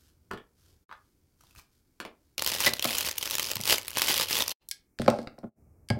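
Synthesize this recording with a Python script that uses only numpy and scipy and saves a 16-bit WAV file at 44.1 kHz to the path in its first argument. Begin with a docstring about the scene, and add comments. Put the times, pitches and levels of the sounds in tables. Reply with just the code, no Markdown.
"""In a small room, close by, hands stretch soft cloud slime: tearing air cells fizz faintly, pockets pop.
Meanwhile the slime is slapped in the hands in three groups, bursts of noise with a low thud and a strong share
of room. Then fingers work at the cellophane around a pack of plastic tubs: buckling creases crackle and snap, a
stick-slip tone squeaks once, and dull bumps sound. Last, the hollow tubs, made of decaying modes, click against
long nails, are set down and slide on a table. Room hum and the rumble of hands lie beneath."""
import sys
import numpy as np
from scipy import signal
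from scipy.io import wavfile
from scipy.ndimage import uniform_filter1d

SR = 44100
rng = np.random.default_rng(int(sys.argv[2]) if len(sys.argv) > 2 else 0)


def inscribe(sig):
    """Save sig as 16-bit PCM at rate SR to the path in sys.argv[1].

    A 1-D sig is mono; a 2-D sig holds one channel per row.
    Samples are clipped to [-1, 1] before scaling.
    """
    pcm = np.round(np.clip(np.atleast_2d(sig).T, -1, 1) * 32767)
    wavfile.write(sys.argv[1], SR, pcm.astype(np.int16))


N = 264159
TIME = np.arange(N) / SR

# Spectrum radiated by the cellophane: (frequency [Hz], level [dB])
FILM_SPECTRUM = [(29, -50), (50, -22.5), (87, -14.5), (180, -12.5), (601, -2.5), (765, -10), (905, -2.5),
                 (1700, -7), (2490, -1), (3030, 2.5), (3500, -0.5), (4900, 0.5), (8140, -5.5),
                 (13200, -4.5), (16000, -8.5)]
# The film rustles as long as the pack is held: (time [s], held for [s], resting effort [dB])
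PACK_HOLD = (2.38, 2.145, -47)
# Spectrum of a hard edge on a tub or the table: (frequency [Hz], level [dB])
EDGE_SPECTRUM = [(200, -31.5), (700, -13.5), (1600, -0.5), (3600, 2.5), (5000, 7.5), (6300, -2.5),
                 (9000, -2), (16000, -17)]


def cellophane(rub_db=-11, rub_tilt_db=-1.84):
    """Buckling of a thin film: small creases crowd under effort, layers rub, large creases snap singly."""
    # The largest creases that buckle: (time [s], level before the trim in snap() [dB])
    large_creases = [(2.381, -16.5), (2.395, -19.5), (2.422, -14), (2.446, -19.5), (2.463, -14),
                     (2.475, -13.5), (2.604, -15), (2.736, -13.5), (2.795, -17), (2.825, -16),
                     (2.844, -13.5), (2.855, -16.5), (2.9836, -10), (3.008, -19), (3.087, -19.5),
                     (3.112, -21), (3.182, -15), (3.227, -18), (3.257, -19.5), (3.275, -21.5), (3.299, -24),
                     (3.31, -15), (3.353, -14), (3.383, -15.5), (3.396, -14), (3.429, -19.5),
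                     (3.515, -15.5), (3.556, -18.5), (3.568, -18.5), (3.612, -21), (3.636, -22.5),
                     (3.655, -20.5), (3.676, -15), (3.697, -13.5), (3.782, -16.5), (3.881, -21),
                     (3.971, -15), (3.984, -15.5), (4.019, -10), (4.027, -17.5), (4.084, -12.5),
                     (4.142, -12), (4.226, -20), (4.422, -14), (4.48, -16), (4.494, -18.5)]
    effort_db = squeezing()
    clicks_per_s = 520 * amp(.7 * (effort_db + 32))
    trains = crackle(clicks_per_s, spread_db=5, count=48)
    small = sum(signal.oaconvolve(train, crease())[:N] for train in trains)
    worked = effort_db > PACK_HOLD[2]
    small /= np.sqrt(np.mean(small[worked] ** 2))
    grit = crackle(per_s=4600, spread_db=5.0, count=1)[0] * rng.standard_normal(N)
    rub = evened(colour(grit, FILM_SPECTRUM, rub_tilt_db))
    dry = (amp(-1.0) * small + amp(rub_db) * rub) * amp(effort_db)
    for s, db in large_creases + stray_snaps(effort_db):
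        add(dry, s, snap(db))
    return dry + amp(-14) * room(dry)


def squeezing():
    """Work done on the film sets its sound: how hard the cellophane is worked, in dB."""
    # Squeezes of the cellophane: (time [s], held for [s], effort [dB])
    squeezes = [(2.385, 0.0059, -41), (2.467, 0.09, -32.5), (2.603, 0.064, -30.5), (2.661, 0.011, -22.5),
                (2.851, .165, -33), (3.06, 0.017, -31), (3.208, 0.063, -40), (3.327, 0.015, -34.5),
                (3.399, .12, -37), (3.697, 0.034, -21.5), (3.981, 0.086, -31.5), (4.095, .02, -23.5),
                (4.166, 0.059, -27.5), (4.313, 0.1, -27.5), (4.505, .015, -36)]
    # The fingers tighten, then the film settles
    return handling(PACK_HOLD, squeezes, rise_s=0.018, fall_s=0.018)


def crease(crack_s=0.00035, flutter_s=0.0011, flutter_db=-14, facet_hz=3800, facet_db=-9,
           facet_s=0.0017, tilt_spread_db=1.37, flip_s=.0008, bright_db=0):
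    """Snap-through buckling: two quick flips, a flutter of the sheet and a brief ring of a random facet."""
    t = TIME[:SR // 40]
    late = t - flip_s * rng.uniform(.3, 1.5)
    first_flip = rng.uniform(0.1, 1.0) * np.exp(-t / crack_s)
    second_flip = (late > 0) * np.exp(-abs(late) / crack_s)
    flutter = amp(flutter_db) * np.exp(-t / flutter_s)
    burst = rng.standard_normal(len(t)) * (first_flip + second_flip + flutter)
    hz = min(facet_hz * np.exp(.6 * rng.normal()), SR / 3)
    facet = amp(facet_db) * np.sin(2 * np.pi * hz * t) * np.exp(-t / facet_s)
    tension = np.exp(0.036 * rng.normal())  # a tighter patch of film sounds higher
    spectrum = np.array(FILM_SPECTRUM) * [tension, 1]
    return struck(colour(burst + facet, spectrum, bright_db + tilt_spread_db * rng.normal()))


def snap(db, neighbour_db=-10, lag_s=.002):
    """Coupled buckling: a large crease cracks brightly and a neighbouring one gives way just after it."""
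    sound = crease(crack_s=0.0003, flutter_s=0.0025, flutter_db=-14.5, facet_db=-10, bright_db=0.4)
    add(sound, lag_s * rng.uniform(.2, 1), amp(neighbour_db) * crease())
    return amp(db - 3.5) * sound


def stray_snaps(effort_db, over_db=7, follow=0.28, crowding=0.34, spread_db=2, count=56):
    """Chance buckling, more frequent and louder under a harder squeeze: rows (time [s], untrimmed dB)."""
    work = np.cumsum(amp(crowding * effort_db))
    share = (np.arange(count) + rng.random(count)) / count
    times = np.interp(share, work / work[-1], TIME)  # equal shares of the work between snaps, on average
    squeeze_db = np.interp(times, TIME, effort_db)
    usual_db = np.median(squeeze_db)
    scatter_db = spread_db * rng.standard_normal(count)
    levels_db = usual_db + over_db + follow * (squeeze_db - usual_db) + scatter_db
    return list(zip(times, levels_db))


def squeak(jitter=0.028, flutter=0.59):
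    """Stick-slip friction: fast, uneven slips make a short rough squeal with weak overtones."""
    # A finger sticking and slipping on the film: (time [s], mean slip rate [Hz], level [dB])
    slips = [(2.64, 1250, -51.5), (2.655, 1800, -35.5), (2.672, 2050, -21.5), (2.682, 1915, -25),
             (2.69, 2600, -53)]
    waver, grip = (evened(uniform_filter1d(rng.standard_normal(N), size=60)) for _ in range(2))
    turns = np.cumsum(curve(slips) * (1 + jitter * waver)) / SR
    overtones = sum(amp(-10 * k) * np.sin(2 * np.pi * (k + 1) * turns) for k in range(4))
    tone = (1 + flutter * grip) * overtones
    sounding = (TIME > slips[0][0]) * (TIME < slips[-1][0])
    dry = evened(tone) * amp(curve(slips, column=2)) * sounding
    return dry + amp(-12.5) * room(dry, t60_scale=1.0)


def bumps(rattle_db=7, rattle_s=.005):
    """Impact excitation of modes: a long contact dulls the hollow tub; the rim chatters, the table thumps."""
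    # Dull blows of a tub or the pack, set down or bumped, before the bass cut:
    # (time [s], level [dB], contact time constant [ms], thump of the table [dB])
    blows = [(2.668, -21.5, 0.13, -33.5), (2.85, -19.5, 0.031, -34), (3.558, -45, 0.38, -32.5),
             (3.597, -34.5, 0.17, -31), (4.995, -15.5, 0.91, -25), (5.017, -28.5, 0.12, -29),
             (5.06, -25, 0.84, -28), (5.079, -4.5, 0.13, -24.5), (5.186, -22, 0.61, -42),
             (5.272, -38, 0.083, -57), (5.381, -38, 0.18, -51.5), (5.431, -33.5, 0.47, -45.5),
             (5.44, -25.5, 0.59, -38), (5.904, -19, 0.16, -13), (5.968, -30, 0.93, -45)]
    # Hollow tub on the table top: (mean frequency [Hz], level [dB], t60 [s])
    hollow_modes = [(80, -31, 0.039), (125, -18, 0.038), (146, -16.5, 0.12), (227, -8, 0.13),
                    (288, -3, 0.039), (380, -8.5, 0.067), (512, 1.5, 0.024), (604, 0.5, 0.078),
                    (691, -2, 0.055), (822, 0, 0.032), (964, -7, 0.02), (1068, -8.5, 0.052),
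                    (1348, 0.5, 0.025), (1560, -12, 0.025)]
    # Table top: (mean frequency [Hz], level [dB], t60 [s])
    table_modes = [(70.8, -2.5, 0.019), (114, 4, 0.059), (146, 1.5, 0.043), (246, -0.5, 0.036)]
    dry, t = np.zeros(N), TIME[:SR // 3]
    for s, db, contact_ms, thump_db in blows:
        force = t * np.exp(-t * 1000 / contact_ms)
        rattle = amp(rattle_db) * rng.standard_normal(len(t)) * np.exp(-t / rattle_s)
        body = ring(hollow_modes, detune=.008) + rattle
        body = signal.fftconvolve(body, force)[:len(t)]
        thump = struck(ring(table_modes, detune=0.027))
        add(dry, s, amp(db) * struck(body) + amp(thump_db) * thump)
    dry = colour(dry, [(30, -20.5), (60, -6.5), (110, -2.5)])  # small things radiate little deep bass
    return dry + amp(-9.5) * room(dry, t60_scale=1.0)


def ticks(scrape_s=0.0014):
    """Hard-edge impact: a noise crack plus wall modes, weaker in blows where the hand damps them."""
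    # Hard clicks of nail or rim on a tub: (time [s], level [dB], brightness [dB per octave],
    # ring of the wall before a common 3 dB cut and the click's scaling [dB])
    clicks = [(4.688, -25, 13, -24), (4.7124, -21, 6, -9.5), (4.715, -30, 0.5, -24),
              (4.988, -32, -5.5, -32), (4.997, -35.5, -5, -28), (5.018, -29, -1, -21),
              (5.062, -35, -6, -19), (5.0802, -21, -3.5, -17), (5.101, -27, -0.5, -29),
              (5.188, -38, -4.5, -13), (5.229, -53, -0.5, -25.5), (5.273, -30.5, -12, -28),
              (5.388, -49, 1, -25), (5.8875, -37.5, 3.5, -9), (5.902, -23.5, -1, -1)]
    # Thin wall of a tub: (mean frequency [Hz], level [dB], t60 [s])
    wall_modes = [(1626, -5.5, 0.12), (2221, 1, 0.032), (3130, -16.5, 0.015), (3640, -11.5, 0.0094),
                  (4724, -5.5, 0.028), (6600, -26.5, 0.022), (7900, -20.5, .015), (10200, -7.5, 0.011),
                  (12800, -18.5, .015)]
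    dry, t = np.zeros(N), TIME[:SR // 3]
    for s, db, tilt_db, ring_db in clicks:
        wall = amp(ring_db - 3.0) * ring(wall_modes, detune=0.008)
        crack = rng.standard_normal(len(t)) * np.exp(-t / scrape_s)
        add(dry, s, amp(db) * struck(colour(wall + crack, EDGE_SPECTRUM, tilt_db)))
    return dry + amp(-11.0) * room(dry, t60_scale=0.99)


def slides(tilt_db=-2.0):
    """Friction over asperities: the rim of a tub catches on the table top in a fine scrape."""
    # A tub slides on the table under the fingers: (time [s], held for [s], level [dB])
    strokes = [(5.0, .06, -53.5), (5.11, .11, -58.5)]
    grit = crackle(per_s=3000, spread_db=2, count=1)[0] * rng.standard_normal(N)
    level_db = gestures(strokes, rise_s=.004, fall_s=0.027)
    return evened(colour(grit, EDGE_SPECTRUM, tilt_db)) * amp(level_db)


def slime(pop_s=0.0021, tear_db=-2):
    """Rupture of air cells: tiny ones tear open as a fizz; larger pockets pop at their own pitch."""
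    # Spectrum of the fizz: (frequency [Hz], level [dB])
    fizz_spectrum = [(100, -2.5), (300, -2), (600, -11.5), (900, -9), (1500, -1), (2100, -9), (3000, -3),
                     (3700, -3), (4800, 1), (8000, -5.5), (10500, -6), (13000, -4.5), (16000, -18)]
    # Larger air pockets that pop: (time [s], level [dB], pitch [Hz])
    pockets = [(1.408, -54, 1300), (1.411, -54.5, 5800), (1.437, -53.5, 1010), (1.469, -56, 3620),
               (1.509, -54, 2620), (1.551, -49.5, 1230), (1.561, -46.5, 2560), (1.59, -46.5, 1120),
               (1.596, -46, 2410)]
    tears = crackle(per_s=2800, spread_db=0.5, count=1)[0] * rng.standard_normal(N)
    fizz = colour(tears, fizz_spectrum)
    dry, t = evened(fizz) * amp(pulling() - 5.5), TIME[:SR // 60]
    for s, db, hz in pockets:
        pop = np.sin(2 * np.pi * hz * t) + amp(tear_db) * rng.standard_normal(len(t))
        add(dry, s, amp(db) * struck(pop * np.exp(-t / pop_s)))
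    return dry + amp(-8) * room(dry)


def pulling():
    """Strain and relaxation set the sound: how hard the slime is pulled, in dB."""
    # It fizzes faintly as long as it is in the hands: (time [s], held for [s], resting effort [dB])
    slime_hold = (0, 2.35, -77.5)
    # Pulls and folds of the slime: (time [s], held for [s], effort [dB])
    pulls = [(0, 0.097, -66.5), (0.589, 0.14, -67), (.97, .12, -79.5), (1.41, .11, -66),
             (1.577, 0.011, -52), (1.73, .05, -74), (2.22, 0.13, -84.5)]
    # The slime takes up the strain, then relaxes
    return handling(slime_hold, pulls, rise_s=0.016, fall_s=0.023)


def slaps(decay_s=0.0019, thud_s=0.0049):
    """Slaps of the slime in the hands: short hard noise bursts with a low thud and a strong share of
    reverberation."""
    # Slaps of the slime in the hands: (time [s], level [dB], brightness [dB per octave], # low thud before a
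    # common 2.5 dB cut [dB])
    blows = [(.308, -42, -10, -54), (.312, -26.5, -2, -34.5), (0.334, -39, -0.5, -31.5),
             (0.375, -42, -2.5, -48), (.893, -45.5, -6, -75), (0.913, -37, -4.5, -68),
             (0.926, -38, -3.5, -61), (2.0017, -28.5, 1.5, -36), (2.051, -32.5, -1, -37.5)]
    # Spectrum of the hard crack: (frequency [Hz], level [dB])
    crack_spectrum = [(200, -24), (700, -9), (1150, 3), (1650, -0.5), (2300, -7.5), (3000, -7.5),
                      (4200, -11), (7000, -20), (16000, -25)]
    # Spectrum of the low thud: (frequency [Hz], level [dB])
    thud_spectrum = [(60, -12), (150, -13.5), (240, -7), (450, -6.5), (700, -11.5), (1500, -40),
                     (5000, -61)]
    dry, t = np.zeros(N), TIME[:SR // 10]
    for s, db, tilt_db, thud_db in blows:
        crack, thud = rng.standard_normal((2, len(t)))
        crack = colour(crack * np.exp(-t / decay_s), crack_spectrum, tilt_db)
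        thud = colour(thud * np.exp(-t / thud_s), thud_spectrum)
        add(dry, s, amp(db) * struck(crack))
        add(dry, s, amp(thud_db - 2.5) * struck(thud))
    return dry + amp(-3) * room(dry, t60_scale=0.81)


def ambience(floor_db=-71, slime_db=-5, pack_db=-56, pack_follow=0.34):
    """Filtered noise: steady room hum and hiss, and the rumble of hands that pull, squeeze and reach."""
    # Spectrum of the room's hum and hiss: (frequency [Hz], level [dB])
    hum_spectrum = [(15, -34), (25, -6), (92, -10.5), (170, -15.5), (335, -15.5), (607, -30.5),
                    (1160, -34.5), (2000, -38.5), (2220, -33), (3340, -57.5), (5570, -39.5), (12900, -38),
                    (16000, -36.5)]
    # The hands shift close by: (time [s], held for [s], rumble level [dB])
    reaches = [(.14, 0.18, -69.5), (.7, 0.045, -67), (1.24, 0.032, -72), (5.62, .25, -58)]
    rumble_spectrum = [(25, -18.5), (80, 7.0), (130, -5.5), (200, -13.0),
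                       (400, -17.0), (1200, -34), (3000, -68.0)]  # (frequency [Hz], level [dB])
    hands = colour(rng.standard_normal(N), rumble_spectrum)
    grip = amp(pack_db + pack_follow * (squeezing() + 32.5))
    reach = amp(gestures(reaches, rise_s=0.032, fall_s=0.041))
    motion = amp(pulling() + slime_db) + grip + reach
    hum = colour(rng.standard_normal(N), hum_spectrum)
    return evened(hum) * amp(floor_db) + evened(hands) * motion


def room(x, t60_scale=1):
    """Reverberation: dense reflections of random sign, the treble dying first."""
    # Reverberation time before t60_scale: (frequency [Hz], t60 [s])
    decay_times = [(100, 0.3), (500, 0.36), (1500, 0.28), (5000, 0.2), (16000, 0.11)]
    t = TIME[:SR * 2 // 3]
    taps = rng.standard_normal(len(t)) * (rng.random(len(t)) < .15)
    hz, at, bands = signal.stft(taps, SR, nperseg=256)
    decay = amp(-60 * at / (t60_scale * read(decay_times, hz)[:, None]))
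    tail = signal.istft(bands * decay, SR, nperseg=256)[1][:len(t)]
    tail *= np.clip((t - .002) / 0.0014, 0, 1)  # the first reflections need a moment to arrive
    return signal.oaconvolve(x, tail / np.linalg.norm(tail))[:N]


def ring(modes, detune):
    """Modal decay: damped sines, each a little different with the grip and the place of the blow."""
    t = TIME[:SR // 3]
    sound = np.zeros(len(t))
    for k, (hz, db, t60) in enumerate(modes):
        tone = np.sin(2 * np.pi * hz * (1 + detune * rng.normal()) * t)
        sound += (-1) ** k * amp(db) * tone * np.exp(-np.log(1000) * t / t60)
    return sound


def crackle(per_s, spread_db, count):
    """Random point process: several sparse trains of clicks, most of them small."""
    size = amp(spread_db * np.minimum(rng.exponential(1, N), 3))
    size *= rng.random(N) < per_s / SR
    local_power = np.maximum(uniform_filter1d(size ** 2, size=1100), 0)
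    size /= np.sqrt(local_power + 0.00057)  # the work is shared among the clicks
    train = rng.integers(0, count, N)
    return [size * (train == k) for k in range(count)]


def gestures(rows, rise_s, fall_s):
    """Power addition: level in dB of hand movements that each swell, hold and die away."""
    power = 0
    for s, held, db in rows:
        before = np.maximum(s - TIME, 0) / rise_s
        after = np.maximum(TIME - s - held, 0) / fall_s
        power = power + amp(db) ** 2 * np.exp(-2 * (before + after))
    return 10 * np.log10(power + 1e-14)


def handling(held, rows, rise_s, fall_s):
    """Amplitude addition: effort in dB of a light steady hold plus movements, fading outside the hold."""
    s, length, rest_db = held
    in_hand_db = gestures([(s, length, 0)], rise_s=0.0017, fall_s=0.0017)  # taking hold and letting go
    return 20 * np.log10(amp(rest_db) + amp(gestures(rows, rise_s, fall_s))) + in_hand_db


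def colour(x, points, tilt_db=0):
    """Minimum-phase filtering: a causal filter with the given spectrum, tilted in dB per octave."""
    hz = abs(np.fft.fftfreq(4096, 1 / SR))
    octaves = np.log2(np.maximum(hz, 200) / 2000)
    log_gain = np.log(amp(read(points, hz) + tilt_db * octaves))
    taps = np.fft.ifft(np.exp(np.conj(signal.hilbert(log_gain)))).real  # log gain fixes the phase
    return signal.oaconvolve(x, taps[:len(taps) // 2])[:len(x)]


def amp(db):
    """Decibel law: amplitude ratio of a level."""
    return 10 ** (np.asarray(db) / 20)


def evened(x):
    """Mean power: scales to rms 1."""
    return x / np.sqrt(np.mean(x ** 2) + 1e-20)


def struck(x):
    """Short-time power: scales a blow so that its loudest millisecond has rms 1."""
    return x / np.sqrt(uniform_filter1d(x ** 2, size=44).max())


def read(points, hz):
    """Logarithmic pitch scale: reads a spectrum on a log-frequency axis."""
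    f, value = np.transpose(points)
    return np.interp(np.log(hz + 1), np.log(f), value)


def curve(rows, column=1):
    """Linear interpolation: reads a control at every sample."""
    rows = np.array(rows)
    return np.interp(TIME, rows[:, 0], rows[:, column])


def add(mix, s, sound):
    """Superposition: mixes a sound in at time s."""
    part = mix[round(s * SR):][:len(sound)]
    part += sound[:len(part)]


def scene():
    """Superposition of the pack, the tubs, the slime and its slaps over the sound of the room."""
    pack = cellophane() + squeak()
    tubs = bumps() + ticks() + slides()
    return (pack + tubs + slime() + slaps() + ambience())[None]


def record(dry):
    """Gain and band limiting: the level dips briefly three times, then a low-pass at 16 kHz."""
    # The level dips briefly: (centre time [s], length [s], depth [dB])
    dips = [(0.867, 0.044, 36), (4.57, 0.078, 46.5), (5.529, 0.076, 23.5)]
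    dip_db = sum(depth * np.exp(-(2 * (TIME - s) / length) ** 4) for s, length, depth in dips)
    low_pass = signal.firwin(511, 16000, window=("kaiser", 8), fs=SR)
    return signal.oaconvolve(dry * amp(-dip_db), low_pass[None], "same")


dry = scene()
out = record(dry)
inscribe(out)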